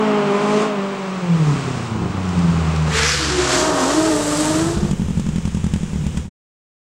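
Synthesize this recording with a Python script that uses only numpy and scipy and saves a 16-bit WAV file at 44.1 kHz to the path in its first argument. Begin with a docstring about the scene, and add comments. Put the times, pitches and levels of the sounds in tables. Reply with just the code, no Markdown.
"""A tuned four-cylinder car blares across a paved lot at high revs, lifts off and slows.
Exhaust orders boom through the silencer, uneven firings burble, the tyres flick up stones.
It slides round on gritty asphalt: rubber scrapes, and the tread howls as it sticks and slips.
It stops close by and idles lumpily, two cylinders firing harder than the rest, until the fade-out."""
import sys
import numpy as np
from scipy import signal
from scipy.fft import rfft, irfft
from scipy.io import wavfile

SR = 44100
rng = np.random.default_rng(int(sys.argv[2]) if len(sys.argv) > 2 else 0)


def dump_mix(stems):
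    """Bounce the given channels to the path in sys.argv[1] as a 16-bit WAV at rate SR."""
    frames = np.atleast_2d(stems).T  # one column per channel
    limited = np.clip(frames, -1, 1)  # hard clip at full scale
    pcm = np.round(limited * 32767).astype(np.int16)
    wavfile.write(sys.argv[1], SR, pcm)


N = 305150
T = np.arange(N) / SR

# sideways slip, added to tyre roar and upper overtones: time_s, gain_db
SIDE_SLIP = [(2.88, -5.5), (2.97, -2), (3.14, -11.5), (3.4, -1), (3.82, 4.5), (4.05, -4), (4.6, -2),
             (4.9, -10)]


def amp(db):
    """Decibels to gain."""
    return 10 ** (np.asarray(db) / 20)


def unit(x):
    """Scale to rms 1."""
    return x / np.sqrt(np.mean(x ** 2) + 1e-20)


def curves(rows):
    """Each value column of a table, interpolated over time."""
    time_s, *columns = np.transpose(rows)
    return [np.interp(T, time_s, column) for column in columns]


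def during(rows, edge_s=0.022):
    """Soft-edged gate over a table's time span."""
    return np.clip(np.minimum(T - rows[0][0], rows[-1][0] - T) / edge_s + 1, 0, 1)


def drift(cutoff_hz, rate_hz=1024):
    """Slow random wander, rms 1."""
    count = N * rate_hz // SR
    hz = np.fft.rfftfreq(count, 1 / rate_hz)
    slow = irfft(rfft(rng.standard_normal(count)) / (1 + (hz / cutoff_hz) ** 4), count)
    return unit(np.interp(T, np.arange(count) / rate_hz, slow))


def response(spectrum, size=8192):
    """Minimum-phase impulse response of a spectrum."""
    hz, db = np.transpose(spectrum)
    log_bins = np.log(np.fft.rfftfreq(size, 1 / SR) + 1)
    gain = amp(np.interp(log_bins, np.log(hz), np.maximum(db, -100)))
    cepstrum = irfft(np.log(gain))
    cepstrum[1:size // 2] *= 2
    cepstrum[size // 2 + 1:] = 0
    return irfft(np.exp(rfft(cepstrum)))[:size // 2]


def colour(x, spectrum):
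    """Filter by a spectrum, rms 1."""
    return unit(signal.oaconvolve(x, response(spectrum))[:N])


def three_bands(x, levels_db, low_hz=1400, high_hz=4000):
    """Split into low, middle and high bands, each at its own level."""
    hz, bins = np.fft.rfftfreq(N, 1 / SR), rfft(x)
    below_low, below_high = 1 / (1 + (hz / low_hz) ** 6), 1 / (1 + (hz / high_hz) ** 6)
    bands = [below_low, below_high - below_low, 1 - below_high]
    return sum(amp(db) * unit(irfft(bins * band, N)) for db, band in zip(levels_db, bands))


def dull(x, edge_hz):
    """Third-order low-pass."""
    return signal.sosfilt(signal.butter(3, edge_hz, fs=SR, output="sos"), x)


def resonate(x, hz, width_hz):
    """Unity-gain resonance with a moving centre."""
    carrier = np.exp(2j * np.pi * np.cumsum(hz) / SR)
    pole = np.exp(-np.pi * width_hz / SR)
    return 2 * (carrier * signal.lfilter([1 - pole], [1, -pole], x / carrier + 1e-18)).real


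def clicks(times_s, sizes):
    """One impulse at each time."""
    return np.bincount(np.clip(np.round(np.asarray(times_s) * SR).astype(int), 0, N - 1), sizes, N)


def decay(x, tau_s):
    """Give each impulse an exponential tail."""
    return signal.lfilter([1], [1, -np.exp(-1 / (tau_s * SR))], x + 1e-18)


def gritty(grains_per_s, spread_db, share):
    """White noise plus sparse grains of unequal size."""
    grains = (rng.random(N) < grains_per_s / SR) * rng.standard_normal(N)
    grains *= amp(spread_db * np.minimum(rng.exponential(1, N), 4))
    return unit(rng.standard_normal(N) + share * unit(grains))


def echoes(x, wet_db=-15, t60_s=0.78, taps_per_s=1500):
    """Add thin, scattered reflections; the defaults are the lot's sheds and ground."""
    t = np.arange(SR // 2) / SR
    taps = rng.standard_normal(len(t)) * (rng.random(len(t)) < taps_per_s / SR)
    taps *= (t > .02) * amp(-60 * t / t60_s)
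    return x + amp(wet_db) * signal.oaconvolve(x, taps / np.linalg.norm(taps))[:N]


def stones(tick_s=0.0026, band_hz=(2500, 8500)):
    """Stones flicked up by the tyres: short, bright ticks."""
    # stone hits: start_s, level_db
    hits = [(.905, -45), (2.29, -26), (2.391, -25), (2.761, -21)]
    start_s, level_db = np.transpose(hits)
    ticks = decay(clicks(start_s, amp(level_db)), tick_s) * rng.standard_normal(N)
    return signal.sosfilt(signal.butter(4, band_hz, "band", fs=SR, output="sos"), ticks)


def rush(cycles, revs, throb=0.062, roar_db=3, revving_db=1.5):
    """Gas and air noise of the approach, throbbing with the firings; revs add roar."""
    # rush spectrum: freq_hz, level_db
    spectrum = [(240, -21), (400, 0), (518, -8), (567, -5), (640, -6), (745, -3), (921, -9), (1160, -4.5),
                (1740, -17), (2660, -18), (3500, -22.5), (7240, -24), (8180, -26), (15000, -69)]
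    # low and middle bands: time_s, level_db
    body = [(0, -32.5), (.35, -32.5), (.63, -30.5), (.72, -36), (1.3, -37), (1.6, -34.5), (2.0, -39.5),
            (2.4, -36), (2.88, -34)]
    # treble: time_s, level_db
    hiss = [(0, -45.5), (.25, -45.5), (.62, -37), (.72, -48.5), (1.3, -46), (1.5, -40.5), (1.85, -42.5),
            (1.98, -48), (2.2, -46), (2.4, -42), (2.88, -42.5)]
    puffs = (1 + throb * np.cos(2 * np.pi * cycles)) * gritty(900, 2.6, 0.27)
    body_db = curves(body)[0]
    levels_db = [body_db + roar_db + revving_db * revs, body_db, curves(hiss)[0]]
    return three_bands(colour(puffs, spectrum), levels_db) * during(body)


def scrape(judder_db=0.47, roar_db=-28, rasp_db=(-4.5, -5.5), hiss_db=(-9, -4.5), turning_s=(3.2, 3.6)):
    """Sliding rubber grinds on grit and excites broad resonances; more hiss as the car turns side-on."""
    # grit spectrum: freq_hz, level_db
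    spectrum = [(240, -40), (400, 1.5), (432, -10), (465, -1), (550, -7), (612, -6.5), (701, -4.5),
                (921, -7), (1040, -7), (1160, -6.5), (1660, -14), (2220, -19.5), (7580, -17), (15000, -52)]
    # grinding, hardest as the wheels lock: time_s, level_db
    grind = [(2.88, -32), (2.99, -13.5), (3.0, -19), (3.04, -16.5), (3.24, -21), (3.5, -20), (3.54, -16.5),
             (3.73, -27.5), (3.81, -23), (4.22, -27.5), (4.43, -24.5), (4.6, -27.5), (4.9, -39.5)]
    # tyre resonances, one table each: time_s, centre_hz, level_db
    screeches = [
        [(2.92, 1790, -29.5), (2.97, 1890, -26.5), (3.04, 2100, -23.5), (3.1, 1980, -25), (3.15, 2300, -33)],
        [(2.98, 5300, -44.5), (3.07, 5500, -21.5), (3.14, 5000, -24), (3.22, 4700, -30.5), (3.3, 5100, -30.5),
         (3.38, 5500, -50)],
        [(3.75, 7385, -38), (4.1, 7770, -33.5), (4.3, 7890, -30.5), (4.42, 7996, -29.5), (4.58, 7800, -33),
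         (4.75, 7690, -40)],
    ]
    grit = gritty(3000, 2.1, 0.6) * amp(judder_db * drift(50))
    grind_db = curves(grind)[0]
    levels_db = [roar_db + curves(SIDE_SLIP)[0],
                 grind_db + np.interp(T, turning_s, rasp_db),
                 grind_db + np.interp(T, turning_s, hiss_db)]
    out = three_bands(colour(grit, spectrum), levels_db) * during(grind)
    for screech in screeches:
        centre_hz, level_db = curves(screech)
        width_hz = 1100 * np.sqrt(centre_hz.mean() / 2000)
        ringing = resonate(gritty(2000, 3, 0.81), centre_hz, width_hz)
        ringing = resonate(ringing, centre_hz, width_hz)
        out += amp(level_db) * unit(ringing) * during(screech)
    near = np.interp(T, turning_s, [0, 1])  # top treble carries only from close by
    return near * out + (1 - near) * dull(out, edge_hz=13000)


def stick_slip(hz, first_db, overtones_db, jitter, flutter_db, smear=1.0):
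    """Tread sticks and slips: a wavering tone whose overtones flare at the carcass resonances."""
    # carcass response, harmonics 3-6: freq_hz, gain_db
    carcass = [(700, -8), (850, -8), (980, -6.5), (1130, -5.5), (1270, -9.5), (1400, -18.5), (1700, -14.5),
               (2400, -23)]
    phase = 2 * np.pi * np.cumsum(hz * (1 + jitter * drift(61.6))) / SR
    overtones = np.cos(2 * phase + .5 * smear * drift(56)) * amp(.5 * flutter_db * drift(34))
    slip_db = curves(SIDE_SLIP)[0]
    for k in range(3, 7):
        gain_db = np.interp(k * hz, *np.transpose(carcass)) + slip_db + flutter_db * drift(40)
        overtones += amp(gain_db) * np.cos(k * phase + smear * drift(45))
    fundamental = amp(first_db + .5 * flutter_db * drift(25)) * np.cos(phase)
    return np.sqrt(2) * (fundamental + amp(overtones_db) * overtones)


def howl(tread_hz=313, attack_s=0.64, release_s=0.49, loss_db_per_hz=0.4):
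    """The loaded tyre swells, holds and lets go; it weakens when dragged below the tread resonance."""
    # stick-slip rate: time_s, pitch_hz
    pitch = [(3.2, 320.6), (3.53, 268.1), (3.69, 301.6), (3.83, 256.9), (3.98, 312.4), (4.07, 322.9),
             (4.18, 295), (4.35, 300.2), (4.56, 313), (4.71, 339.2), (4.9, 350)]
    # tread ringing at its own pitch in the hardest slip: time_s, octave_level_db
    tread_ring = [(3.4, -39), (3.6, -24), (3.9, -30), (4.2, -29.5)]
    pitch_hz = curves(pitch)[0]
    to_rise = np.clip(1 - (T - pitch[0][0]) / attack_s, 0, 1)
    released = np.clip(1 - (pitch[-1][0] - T) / release_s, 0, 1)
    swell_db = -11.5 * to_rise - 16 * released ** 2
    loss_db = np.clip(loss_db_per_hz * (tread_hz - pitch_hz), 0, 7)
    first_db = -17 + swell_db - loss_db
    overtones_db = -25 + 1.96 * swell_db - 0.77 * loss_db  # come later, leave sooner
    ring_db = curves(tread_ring)[0]
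    tread = stick_slip(np.full(N, tread_hz), ring_db - 8, ring_db, jitter=.012, flutter_db=3, smear=.7)
    tone = stick_slip(pitch_hz, first_db, overtones_db, jitter=0.013, flutter_db=4.5, smear=.7)
    return tone * during(pitch) + tread * during(tread_ring)


def squeals(bright_db=-7, dull_db=-17):
    """The other tyres stick and slip, brighter as the car swings side-on."""
    # one table per squeal: time_s, pitch_hz, level_db
    glides = [
        [(2.9, 438, -37), (2.97, 439, -24.5), (3.04, 455, -28), (3.1, 506, -37.5), (3.2, 485.5, -35),
         (3.35, 468, -40.5)],
        [(3.24, 368, -48), (3.34, 362.5, -21), (3.46, 357.7, -24.5), (3.6, 358.3, -26), (3.72, 373.2, -33),
         (3.82, 354, -31), (3.95, 359.6, -27), (4.1, 363.7, -35.5)],
        [(3.85, 420.6, -39.5), (4.05, 428, -29), (4.2, 440, -27), (4.4, 442.3, -39), (4.65, 431, -33.5),
         (4.85, 419.3, -37)],
    ]
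    brightness_db = np.interp(T, [3.35, 3.75, 4.0, 4.4], [dull_db, bright_db, bright_db, dull_db])
    out = np.zeros(N)
    for glide in glides:
        pitch_hz, level_db = curves(glide)
        tone = stick_slip(pitch_hz, level_db, level_db + brightness_db, jitter=0.01743, flutter_db=6.0)
        out += tone * during(glide)
    return out


def idle_firings(start_s=4.76, cycle_start_s=4.8293, misfire_s=5.855, steady_hz=41.45):
    """One impulse per firing: two hard, two weak, most softer when the speed sags; one misfires."""
    # idle settling, then sagging after the misfire: time_s, firing_hz
    speed = [(4.8, 51.19), (4.98, 46.1), (5.33, 42.6), (5.8, 42.06), (5.97, 37.4), (6.3, 37.25)]
    # cylinders in firing order: level_db, sag_loss_db_per_hz, scatter_db
    cylinders = [(-6.5, 1.8, 1.5), (-7, 0.5, 0.5), (-23, -0.3, 2), (-19, 6, 4)]
    firing_hz = curves(speed)[0]
    cycles = np.cumsum(firing_hz) / SR
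    number = np.floor(cycles - np.interp(cycle_start_s, T, cycles)).astype(int)
    at = np.flatnonzero((np.diff(number) > 0) & (T[1:] > start_s)) + 1
    cylinder = number[at] % len(cylinders)
    cylinder[np.argmin(abs(T[at] - misfire_s))] = -1  # as weak as the last cylinder
    level_db, loss_db_per_hz, scatter_db = np.array(cylinders)[cylinder].T
    level_db -= loss_db_per_hz * np.maximum(steady_hz - firing_hz[at], 0)
    level_db += scatter_db * rng.uniform(-1, 1, len(at))
    return clicks(T[at], amp(level_db))


def idle(whirr_db=-40, spit_db=(-37, -33), settling_s=(4.9, 5.5), spit_s=0.0062, rise_s=0.0005):
    """Firings thump through the pipe, each with a spit of gas, over engine-bay whirr and body drone."""
    # pipe response: freq_hz, gain_db
    pipe_spectrum = [(15, -3.5), (25, 6), (43, -13), (70, 10), (102, -6.5), (167, 4), (206, 5.5), (220, 2),
                     (261, -10.5), (356, -15.5), (388, -18.5), (437, -18.5), (718, -34), (913, -25.5),
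                     (1500, -76.5), (1950, -66.5), (3300, -120)]
    # gas jet and whirr spectrum: freq_hz, level_db
    hiss_spectrum = [(290, -44.5), (500, -7.5), (585, -12), (922, -6.5), (1240, -8.5), (1430, -10),
                     (1750, -10.5), (2200, -11.5), (3180, -10.5), (4290, -18.5), (7160, -12.5),
                     (9250, -19.5), (10200, -30.5), (15000, -45)]
    # firings that crack: start_s, level_db
    cracks = [(4.910, -28), (5.196, -35), (5.359, -37), (5.453, -35), (5.737, -34), (6.066, -35),
              (6.171, -29)]
    # body drone: time_s, level_db
    drone_level = [(4.6, -47), (4.72, -33), (4.85, -21.5), (5.1, -24.5), (5.5, -29), (5.85, -28),
                   (6.0, -24), (6.29, -28.5)]
    # body spectrum: freq_hz, level_db
    body_spectrum = [(25, -64), (50, -5.5), (74, 2.5), (100, 7), (125, -3.5), (155, 9.5), (195, -9.5),
                     (260, -9.5), (500, -16), (1200, -53)]
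    firings = idle_firings()
    pipe = response(pipe_spectrum)
    thumps = signal.oaconvolve(firings, pipe / abs(pipe).max())[:N]
    push = firings / amp(-7)  # about 1 for a hard firing
    spits = amp(np.interp(T, settling_s, spit_db)) * push ** 1.7  # jet noise outgrows the push
    crack_s, crack_db = np.transpose(cracks)
    spits += clicks(crack_s, amp(crack_db))
    jet = colour(gritty(260, 1.2, 0.08), hiss_spectrum)
    crisp_jet = unit(jet + 0.26 * np.diff(jet, prepend=0))
    gas = decay(decay(spits, spit_s), rise_s) / (rise_s * SR) * crisp_jet
    bay = dull(colour(gritty(260, 1.2, 0.18), hiss_spectrum), edge_hz=12000)
    whirr = amp(whirr_db) * np.interp(T, [4.6, 4.85], [0, 1]) * bay
    body = colour(rng.standard_normal(N), body_spectrum)
    drone = amp(curves(drone_level)[0]) * during(drone_level) * body
    return thumps + gas + whirr + drone


def burble(cycles, firing_hz, revs, deep_hz=165):
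    """On a shut throttle each firing differs in strength; high revs lack the deep part."""
    # uneven burning: time_s, level_db
    level = [(0, -29), (1.1, -32), (1.7, -26), (1.87, -30), (2.0, -24.5), (2.6, -25.5), (3.1, -33),
             (4.3, -33), (4.68, -27.5)]
    # rumble spectrum: freq_hz, level_db
    spectrum = [(20, -49), (45, -10.5), (75, -1), (120, -3), (175, 3.5), (250, -6.5), (400, -7), (600, -22),
                (1200, -49), (4000, -87.5)]
    at = np.flatnonzero(np.diff(np.floor(cycles)))
    sizes = .7 * rng.uniform(-0.73, 1, len(at)) + .3 * np.resize([1, 1, -1, -1], len(at))
    pulses = clicks(T[at], sizes / np.sqrt(firing_hz[at]))
    full = colour(echoes(pulses, wet_db=-5.5, t60_s=.25), spectrum)
    upper = signal.sosfilt(signal.butter(6, deep_hz, "high", fs=SR, output="sos"), full)
    return amp(curves(level)[0]) * (revs * upper + (1 - revs) * full)


def blare(cycles, flicker=0.36, flicker_hz=20):
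    """Exhaust lines a quarter of the firing rate apart; unequal cylinders fill in between main orders."""
    # exhaust response: freq_hz, gain_db
    spectrum = [(110, -59.5), (155, 5), (205, -5), (260, 6), (320, -3), (440, -6), (560, -15.5), (680, -13),
                (850, -3.5), (1040, -3), (1240, -9.5), (1600, -20.5), (2300, -17), (4000, -27.5),
                (8000, -58.5)]
    # lines 0, 1/4, 2/4 and 3/4 above a main order: gain_db
    quarters_db = [1.5, -6.5, -9.5, -9.5]
    out, frames = np.zeros(N), T * flicker_hz
    for k in range(2, 65):
        if k in (4, 8, 12):  # these orders sound in boom()
            continue
        knots = rng.standard_normal((2, int(frames[-1]) + 2))
        swell, sway_rad = (flicker * np.interp(frames, np.arange(len(row)), row) for row in knots)
        phase = 2 * np.pi * (k / 4 * cycles + rng.random()) + sway_rad
        out += amp(quarters_db[k % 4]) * (1 + swell) * np.cos(phase)
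    return colour(out, spectrum)


def boom(cycles, firing_hz, push_db, flutter=0.25):
    """The three lowest main orders swell as they pass the silencer's resonances."""
    # silencer response: freq_hz, gain_db
    silencer = [(50, 0.5), (72, 15), (105, 1.5), (125, 8), (150, 11), (170, 16.5), (200, -3.5), (245, 1.5),
                (330, -7.5), (420, -5), (640, -8.5)]
    # orders 1-3 of the firing rate: gain_db
    orders_db = [-1, 2, -1]
    silencer_hz, boost_db = np.transpose(silencer)
    out = np.zeros(N)
    for k, order_db in enumerate(orders_db, 1):
        level_db = push_db + order_db + np.interp(np.log(k * firing_hz), np.log(silencer_hz), boost_db)
        tone = np.sqrt(2) * np.cos(2 * np.pi * k * cycles + k * k)
        out += amp(level_db) * (1 + flutter * drift(25)) * tone
    return out


def engine(wobble=.003, full_push_db=-21, stopping_s=(4.7, 4.81)):
    """The moving car: boom, blare, burble and rush, all locked to one firing rate."""
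    # engine speed: time_s, firing_hz
    speed = [(0, 215.9), (.31, 201), (.45, 207), (.67, 214.1), (.8, 196.4), (.93, 196.8), (1.17, 185.8),
             (1.35, 165.5), (1.52, 142.7), (1.95, 109.6), (2.17, 95.4), (2.35, 88.17), (2.6, 81.4),
             (3.07, 74.33), (3.38, 69.44), (3.62, 62.1), (4.0, 56.4), (4.8, 47.7)]
    # exhaust push through full throttle, lift-off, blip and coasting: time_s, level_db
    push = [(0, -18.5), (.62, -18.5), (.86, -25), (.94, -31), (1.12, -30), (1.19, -31.5), (1.52, -26),
            (1.6, -34.5), (1.88, -38), (1.97, -25), (2.08, -32.5), (2.55, -33.5), (2.8, -34), (3.12, -43),
            (3.38, -41.5), (3.75, -49), (4.8, -38)]
    # throttle snapping half shut, then closing further: time_s, open_fraction
    throttle = [(.64, 0.99), (.71, .55), (1.25, 0.23)]
    firing_hz, push_db = curves(speed)[0], curves(push)[0]
    cycles = np.cumsum(firing_hz * (1 + wobble * drift(30))) / SR  # one per firing
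    revs = np.clip((firing_hz - 140) / 66, 0, 1)  # 0 coasting, 1 at top revs
    blare_db = -30 + 9 * curves(throttle)[0] + 0.5 * (push_db - full_push_db)
    exhaust = boom(cycles, firing_hz, push_db)
    exhaust += amp(blare_db) * blare(cycles)
    exhaust += burble(cycles, firing_hz, revs)
    return exhaust * np.interp(T, stopping_s, [1, 0]) + rush(cycles, revs)


def scene():
    """The car on the lot, alike in both channels."""
    mono = echoes(engine() + scrape() + howl() + squeals() + idle() + stones())
    return np.array([mono, mono])


def record(dry):
    """Faint electronic whine, fade-out, band limit."""
    # whine: time_s, level_db
    whine_level = [(2.9, -70), (3.2, -77)]
    # fade-out: time_s, gain
    fade = [(0, 1), (6.2, 0.95), (6.26, 0.49), (6.295, 0)]
    whine_hz, edge_hz = 15689, 15850
    whine = amp(curves(whine_level)[0]) * np.sqrt(2) * np.sin(2 * np.pi * whine_hz * T)
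    faded = (dry + whine) * curves(fade)[0]
    low_pass = signal.firwin(1023, edge_hz, window=("kaiser", 9), fs=SR)
    return signal.oaconvolve(faded, low_pass[None], "same")


dry = scene()
out = record(dry)
dump_mix(out)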